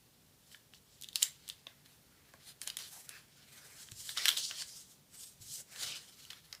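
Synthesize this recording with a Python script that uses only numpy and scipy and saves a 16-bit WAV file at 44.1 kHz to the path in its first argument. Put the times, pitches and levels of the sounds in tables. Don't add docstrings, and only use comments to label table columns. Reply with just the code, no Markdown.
import sys
import numpy as np
from scipy import signal
from scipy.fft import rfft, irfft, next_fast_len
from scipy.io import wavfile
from scipy.ndimage import uniform_filter1d, map_coordinates

SR = 44100
rng = np.random.default_rng(int(sys.argv[2]) if len(sys.argv) > 2 else 0)


def int16_out(signal):
    q = np.round(np.clip(np.atleast_2d(signal).T, -1, 1) * 32767)
    wavfile.write(sys.argv[1], SR, q.astype(np.int16))


N = 291060
MILLISECOND = SR / 1000


def amp(db):
    return 10 ** (np.asarray(db) / 20)


def unit(x):
    return x / np.sqrt(np.mean(x ** 2) + 1e-20)


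def along(points, hz):
    point_hz, values = np.transpose(points)
    return np.interp(np.log(hz + 1), np.log(point_hz + 1), values)


def wobble(rate):
    knots = rng.standard_normal(int(N * rate / SR) + 4)
    return map_coordinates(knots, [np.arange(N) * rate / SR])


def filtered(x, response):
    size = next_fast_len(N + SR // 2)
    hz = np.fft.rfftfreq(size, 1 / SR)
    return irfft(rfft(x, size) * response(hz), size)[:N]


def coloured(x, spectrum):
    return unit(filtered(x, lambda hz: amp(along(spectrum, hz))))


def add_at(out, start, sound):
    out[start:][:len(sound)] += sound


# (pitch_hz, relative level_db)
ROOM_FLOOR = [(15, -44), (25, -19), (59, -4), (135, -1.5), (231, -4.5), (293, -9.5), (373, -11.5),
              (404, -9.5), (558, -13.5), (749, -15.5), (1420, -19), (1540, -18.5), (2500, -19), (2930, -18),
              (15000, -20.5)]


def background(floor_db=-66, drone_db=-78, drone_hz=143, drone_width_hz=9):
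    drone = filtered(rng.standard_normal(N), lambda hz: 1 / (1 + ((hz - drone_hz) / drone_width_hz) ** 2))
    floor = coloured(rng.standard_normal(N), ROOM_FLOOR)
    return amp(floor_db) * floor + amp(drone_db) * unit(drone)


# (brush_db, rustle_db, slide_db)
FAINT_FLOOR_DB = (-93.5, -79.5, -85)
# (peak_s, t60_s, brush_db, rustle_db, slide_db, edge treble_db relative to the slide)
SHEET_FLEXES = [(0.747, 0.16, -79, -61, -61, -5), (0.91, 0.46, -90, -67.5, -65, -7),
                (1.165, 0.69, -62, -53, -53, -7), (1.231, 0.16, -49.5, -41.5, -36.5, -4),
                (1.495, 0.49, -65, -63, -66, -5), (1.68, 0.69, -65, -69, -83, -2),
                (1.865, 0.65, -68.5, -66.5, -66, 3.5), (2.627, .3, -58, -58, -51, 1),
                (2.679, 0.31, -55.5, -51, -75, -3), (4.18, 0.32, -48, -39, -43.5, -6),
                (4.26, 0.4, -54, -36, -40, 1), (4.3, 0.33, -44.5, -41, -47.5, 6),
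                (4.379, 0.2, -56, -42, -39.5, -9), (4.512, 0.21, -50.5, -51, -67, -6),
                (6.54, 0.18, -59, -75, -75, -3)]
FLEX_ATTACK_S = 0.02
# (middle_s, attack_s, hold_s, release_s, brush_db, rustle_db, slide_db, edge treble_db relative to the slide)
HAND_SLIDES = [(0.534, 0.12, .01, 0.077, -76, -68, -65, 1), (1.082, 0.11, 0.095, 0.13, -76, -71, -76, 3),
               (1.487, 0.096, 0.0085, .06, -67, -64, -67, -7),
               (2.373, 0.47, 0.2, 0.17, -70.5, -77, -85, -4), (2.495, 0.12, .01, 0.042, -68, -61, -62, 2),
               (2.822, 0.033, 0.04, 0.052, -56, -49.5, -52, -1),
               (2.961, 0.18, 0.023, 0.16, -63, -62.5, -53.5, 0),
               (3.122, 0.081, 0.034, 0.2, -63, -63.5, -65, -1),
               (3.413, 0.12, 0.042, .08, -69.5, -67.5, -68, -9),
               (3.654, .16, 0.18, 0.15, -63, -66, -62, -2), (3.82, 0.16, 0.0092, 0.17, -66, -61.5, -55, -5),
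               (4.027, 0.1, 0.046, 0.1, -66.5, -57.5, -48, -5.5),
               (4.116, 0.066, .02, 0.075, -66, -53, -48.5, -2),
               (4.244, 0.037, .005, .02, -51, -42, -49, -2),
               (4.447, 0.081, 0.026, 0.081, -69, -44.5, -41, -13),
               (4.615, 0.11, .005, 0.032, -57, -44.5, -42, -11),
               (4.74, 0.093, 0.12, 0.074, -70, -61.5, -52, -7),
               (4.897, .06, 0.032, 0.074, -77, -71, -62, -3.5),
               (5.149, 0.043, .01, .05, -65.5, -64, -58.5, -0.5),
               (5.219, 0.075, 0.034, 0.13, -71.5, -61.5, -53, -3),
               (5.445, 0.036, 0.042, .08, -71.5, -61, -54, -3),
               (5.542, 0.082, 0.038, 0.052, -69, -53.5, -43, -6.5),
               (5.601, 0.044, 0.012, 0.024, -63.5, -63, -48, -5.5),
               (5.753, 0.066, .05, .05, -62.5, -64, -56.5, -7),
               (5.832, 0.054, .04, .08, -52, -45, -42.5, -8),
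               (5.904, 0.092, 0.018, 0.12, -52.5, -45, -48, -11),
               (6.06, 0.1, 0.081, 0.12, -72, -65.5, -61.5, -6),
               (6.23, 0.11, 0.099, .1, -72, -65, -64, -1.5), (6.319, 0.021, 0.025, 0.11, -61, -61, -64, -3),
               (6.49, 0.12, .04, .08, -74, -70, -72, 3)]
SLIDE_EDGE_DB = -18
SLIDE_ROUNDNESS = 1.18


def gestures():
    t = np.arange(N) / SR
    shapes = []
    for peak, t60, *_ in SHEET_FLEXES:
        rise_db = -SLIDE_EDGE_DB * (t - peak) / FLEX_ATTACK_S
        decay_db = -60 * (t - peak) / t60
        shapes.append(np.minimum(rise_db, decay_db))
    for middle, attack, hold, release, *_ in HAND_SLIDES:
        outside_hold = np.maximum(np.abs(t - middle) - hold / 2, 0)
        outside = outside_hold / np.where(t < middle, attack, release)
        shapes.append(SLIDE_EDGE_DB * outside ** SLIDE_ROUNDNESS)
    power = np.outer(amp([*FAINT_FLOOR_DB, FAINT_FLOOR_DB[-1]]) ** 2, np.ones(N))
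    for shape_db, gesture in zip(shapes, SHEET_FLEXES + HAND_SLIDES):
        brush_db, rustle_db, slide_db, edge_db = gesture[-4:]
        heard = shape_db > -60
        peaks = amp([brush_db, rustle_db, slide_db, slide_db + edge_db])
        power[:, heard] += np.outer(peaks, amp(shape_db[heard])) ** 2
    return power


def friction(spectrum, catch_rate, catch_share, scatter_db):
    caught = rng.random(N) < catch_rate / SR
    signs = rng.choice([-1, 1], N)
    strengths = amp(scatter_db * np.clip(rng.standard_normal(N), -2, 2))
    ticks = unit(caught * signs * strengths)
    hiss = rng.standard_normal(N)
    return coloured(np.sqrt(1 - catch_share) * hiss + np.sqrt(catch_share) * ticks, spectrum)


# (pitch_hz, relative level_db)
BRUSH_SPECTRUM = [(150, -27), (400, -15), (630, -12), (950, -13.5), (1400, -7), (1900, -6), (2450, -7),
                  (3500, -19.5)]
RUSTLE_SPECTRUM = [(1500, -65), (2400, -18.5), (3000, -3.5), (3300, -4.5), (3800, -3), (4100, -2),
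                   (4500, -2.5), (5600, -6.5), (7000, -15), (12000, -51.5)]
SLIDE_SPECTRUM = [(3000, -39), (5000, -5.5), (6200, -5.5), (7500, -3), (9000, -5.5), (10200, -5),
                  (13000, -7), (15500, -13)]


def rubbing(gains, uneven_db=1.94, treble_hz=9500):
    brush_gain, rustle_gain, slide_gain, edge_gain = gains
    brush = brush_gain * friction(BRUSH_SPECTRUM, catch_rate=350, catch_share=0.11, scatter_db=2.5)
    rustle = rustle_gain * friction(RUSTLE_SPECTRUM, catch_rate=500, catch_share=0.3, scatter_db=4.5)
    slide = friction(SLIDE_SPECTRUM, catch_rate=1900, catch_share=0.14, scatter_db=0.5)
    treble = filtered(slide, lambda hz: 1 - 1 / (1 + (hz / treble_hz) ** 16))
    slide = slide_gain * (slide - treble) + edge_gain * treble
    push = amp(uneven_db * wobble(55))
    return (brush + rustle + slide) * push


def patchy(x, depth_db=1.83):
    spectrogram = signal.stft(x, nperseg=512)[2]
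    field = rng.standard_normal(spectrogram.shape)
    field = uniform_filter1d(field, size=4, axis=0)
    field = uniform_filter1d(field, size=12, axis=1)
    return signal.istft(spectrogram * amp(depth_db * unit(field)), nperseg=512)[1][:N]


# (pitch_hz, t60_s)
ROOM_DECAY = [(200, 0.62), (1500, 0.25), (5000, 0.18), (14000, 0.2)]


def room(x, gap_s=0.0044):
    hz, t, noise = signal.stft(rng.standard_normal(SR // 2), SR, nperseg=256)
    decay = amp(-60 * t / along(ROOM_DECAY, hz)[:, None])
    tail = signal.istft(noise * decay, SR, nperseg=256)[1]
    tail = np.pad(tail / np.linalg.norm(tail), (round(gap_s * SR), 0))
    return signal.fftconvolve(x, tail)[:N]


def causal(db):
    cepstrum = irfft(np.log(amp(db)))
    half = len(cepstrum) // 2
    cepstrum[1:half] *= 2
    cepstrum[half + 1:] = 0
    return np.exp(rfft(cepstrum))


# (pitch_hz, level_db)
PAPER_RADIATION = [(100, -40), (450, -30.5), (750, -12.5), (1100, -4), (1450, 2), (2000, 2), (2400, -2.5),
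                   (3000, 3.5), (4400, 0.5), (7300, 5.5), (10500, 1), (15000, -3)]


def snap(body_db, edge_db, flutter_db, pitch_hz, flutter_t60=0.014, linger_t60=0.027, linger_db=-20,
         ring_db=10.5, ring_octaves=0.16, spread=0.0273, size=4096):
    t, hz = np.arange(size) / SR, np.fft.rfftfreq(size, 1 / SR)
    decay = amp(-60 * t / flutter_t60) + amp(linger_db - 60 * t / linger_t60)
    flutter = rng.standard_normal(size) * decay
    motion = amp(flutter_db) * flutter / np.linalg.norm(flutter)
    motion[0] = 1
    tilt = along([(1900, body_db), (2900, 0.022), (4000, 0), (7300, edge_db)], hz)
    ring = ring_db / (1 + (np.log2((hz + 1) / pitch_hz) / ring_octaves) ** 2)
    colour = causal(along(PAPER_RADIATION, hz) + tilt + ring)
    dispersion = np.exp(-1j * spread * 2 * np.pi * np.sqrt(hz))
    sound = irfft(rfft(motion) * colour * dispersion)
    return sound / np.linalg.norm(sound)


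CRINKLES_PER_S = 22
CRINKLE_DB, CRINKLE_SCATTER_DB = -2, -0.5


def crinkles(rustle_gain, body_db=-12, edge_db=-8, flutter_db=2, pitch_hz=3700, pitch_octaves=0.63, count=400):
    out = np.zeros(N + SR)
    starts = np.cumsum(rng.exponential(size=count)) * SR / CRINKLES_PER_S
    starts = starts[starts < N].astype(int)
    chance = np.clip(rng.standard_normal((count, 2)), -2, 2)
    for start, (strength, pitch) in zip(starts, chance):
        sound = snap(body_db, edge_db, flutter_db, pitch_hz * 2 ** (pitch_octaves * pitch))
        gain = rustle_gain[start] * amp(CRINKLE_DB + CRINKLE_SCATTER_DB * strength)
        add_at(out, start, gain * np.sqrt(MILLISECOND) * sound)
    return out[:N]


# (start_s, level_db over 1 ms, body_db, edge_db, flutter_db relative to the pulse, pitch_hz of the ring)
SNAPS_AND_CLICKS = [(0.5158,-52,-3,-10,7,3120), (0.546,-42.5,2.5,-24,17,1530),
                    (0.7368,-46.5,0.5,-19,-13,2920), (1.013,-42.5,-21,-7,-4,12580),
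                    (1.0225,-37.5,-22,2,4,4030), (1.0356,-38,-9,-2,14,3420), (1.0435,-37.5,-19,-12,-2,3520),
                    (1.0873,-37,-17,-8.5,2,3350), (1.13,-43.5,-23,-2,5,3600),
                    (1.1575,-19.5,-10.5,-6.5,-0.5,4050), (1.2234,-25.5,-2,-4,9,2950),
                    (1.2277,-18.5,-17.5,-2,-9,3750), (1.229,-13.8,-22,-2.5,-5,7450),
                    (1.2308,-32,-17.5,-7.2,8.5,7050), (1.4797,-40.5,-20,-3,-8,3720),
                    (1.489,-36.5,-11,-3,7,11500), (1.4993,-30,-12.5,-8.5,-2,3740),
                    (1.668,-35.5,0,-16.5,27,3600), (1.8598,-51,-3,-14,-2,4190), (2.3378,-47.5,9,-3,-5,1650),
                    (2.616,-31.5,0,-5,7,9300), (2.6745,-27,-6.5,-6,23,9750),
                    (2.7005,-30.5,-10,-10.5,27,4680), (2.7696,-28,-9,-8,2,10000),
                    (2.7878,-37,-11,-12,15,10550), (3.0923,-34.5,-4,-4,-2,10300), (3.887,-46,7,-23,1,3400),
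                    (3.9145,-48,-11,-3,-5,11000), (3.9183,-39,-7,-12.5,6,7350),
                    (4.0916,-30.5,2,-10,19,3680), (4.1731,-26.5,-3,-14.5,11,5300),
                    (4.1814,-29.5,3.5,-14,12,3900), (4.256,-16.5,0.5,-10.5,-0.5,2000),
                    (4.2826,-15,-10.5,-14,6,7300), (4.289,-15,-2,-7,18,3350), (4.3022,-26,-10,-12,8,4260),
                    (4.3683,-30.5,-12,-14,7,4190), (4.3727,-24,-5.5,-1,10,3560),
                    (4.511,-32.5,-3,-22,0,2870), (4.6211,-33.5,-0.5,-8,21,4780),
                    (5.7604,-40.5,6,-10,15,4350), (6.2513,-44.5,-13,-9,1,2880),
                    (6.3031,-36.5,-5,-13.5,8,2950), (6.3065,-39.5,3,-8,19,4280),
                    (6.3309,-40.5,1,-17,13,3370), (6.527,-33.5,-3,-10.5,27,4940), (6.55,-41.5,1,-4,-1,5200)]


def snaps_and_clicks():
    out = np.zeros(N + SR)
    for start_s, level_db, body_db, edge_db, flutter_db, pitch_hz in SNAPS_AND_CLICKS:
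        sound = snap(body_db, edge_db, flutter_db, pitch_hz)
        add_at(out, round(start_s * SR), amp(level_db) * np.sqrt(MILLISECOND) * sound)
    return out[:N]


# (middle_s, half_s: a quarter of the whole fade in and out, level_db before that fade, pitch_hz at the middle)
RINGING_STROKES = [(1.258, .045, -56.5, 2030), (2.49, .038, -61.5, 9270), (2.82, .04, -68, 4200),
                   (2.965, .045, -63.5, 851), (3.138, .06, -59, 1656), (3.135, .05, -59.5, 2490),
                   (4.205, .043, -47, 2070), (4.283, .04, -47.5, 1496), (4.306, .055, -43, 3255),
                   (4.446, .05, -46, 4470), (4.601, .04, -52, 4620), (4.735, .09, -59, 5120),
                   (5.216, .09, -57, 8260), (5.475, .06, -64.5, 120.2), (5.55, .043, -59, 7500),
                   (5.597, 0.026, -66.5, 560), (5.774, .05, -59, 1740), (5.848, .1, -68, 631),
                   (5.851, .09, -64.5, 140), (5.927, .061, -53, 2590)]
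STROKE_GLIDE = 0.05
STROKE_WIDTH_HZ, STROKE_WIDTH_GROWS = 144, 0.51


def strokes():
    out = np.zeros(N + SR)
    for middle_s, half_s, level_db, pitch_hz in RINGING_STROKES:
        size = round(4 * half_s * SR)
        width_hz = STROKE_WIDTH_HZ * (pitch_hz / 1000) ** STROKE_WIDTH_GROWS
        glide_hz = pitch_hz * (1 + STROKE_GLIDE * np.linspace(-1, 1, size))
        phase = 2 * np.pi * np.cumsum(glide_hz) / SR
        lowpass = signal.butter(2, width_hz, fs=SR, output="sos")
        grip = signal.sosfilt(lowpass, rng.standard_normal((2, size)))
        ring = unit(grip[0] * np.cos(phase) + grip[1] * np.sin(phase))
        add_at(out, round((middle_s - 2 * half_s) * SR), amp(level_db) * np.hanning(size) ** 2 * ring)
    return out[:N]


# (start_s, level_db, t60_s at 112 Hz, hardness_hz above which modes are woken less)
TABLE_BUMPS = [(1.6669, -46.5, 0.19, 1510), (2.339, -43.5, 0.11, 1800), (3.9205, -41.5, 0.064, 159),
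               (4.513, -51, 0.12, 1410), (5.405, -47.5, 0.082, 159), (5.425, -61, 0.11, 168)]
# (pitch_hz, relative level_db)
TABLE_MODES = [(75, -23), (112, 1.5), (140, -13), (205, -4), (300, 11), (560, 16), (650, 17.5), (1080, 23),
               (1480, 4), (1750, 9)]


def bumps(attack_s=0.0017, damping=0.77, reference_hz=112):
    out, t = np.zeros(N + SR), np.arange(SR // 2) / SR
    for start_s, level_db, t60, hardness_hz in TABLE_BUMPS:
        woken, modes = [], []
        for hz, mode_db in TABLE_MODES:
            woken.append(amp(mode_db) / (1 + (hz / hardness_hz) ** 4))
            decay = amp(-60 * t / t60 * (hz / reference_hz) ** damping)
            modes.append(np.sin(2 * np.pi * hz * t) * decay)
        ring = np.dot(woken, modes) / np.linalg.norm(woken)
        add_at(out, round(start_s * SR), amp(level_db) * (1 - np.exp(-t / attack_s)) * ring)
    return out[:N]


def scene():
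    gains = np.sqrt(gestures())
    crackle = snaps_and_clicks() + crinkles(gains[1])
    rub = patchy(rubbing(gains)) + strokes()
    thuds = bumps()
    close = crackle + rub + thuds
    walls = amp(-10.5) * room(crackle) + amp(-12.0) * room(rub) + amp(-10.5) * room(thuds)
    return (close + walls + background())[None]


def record(dry, top_hz=15500):
    return np.array([filtered(channel, lambda hz: 1 / np.hypot(1, (hz / top_hz) ** 200)) for channel in dry])


dry = scene()
out = record(dry)
int16_out(out)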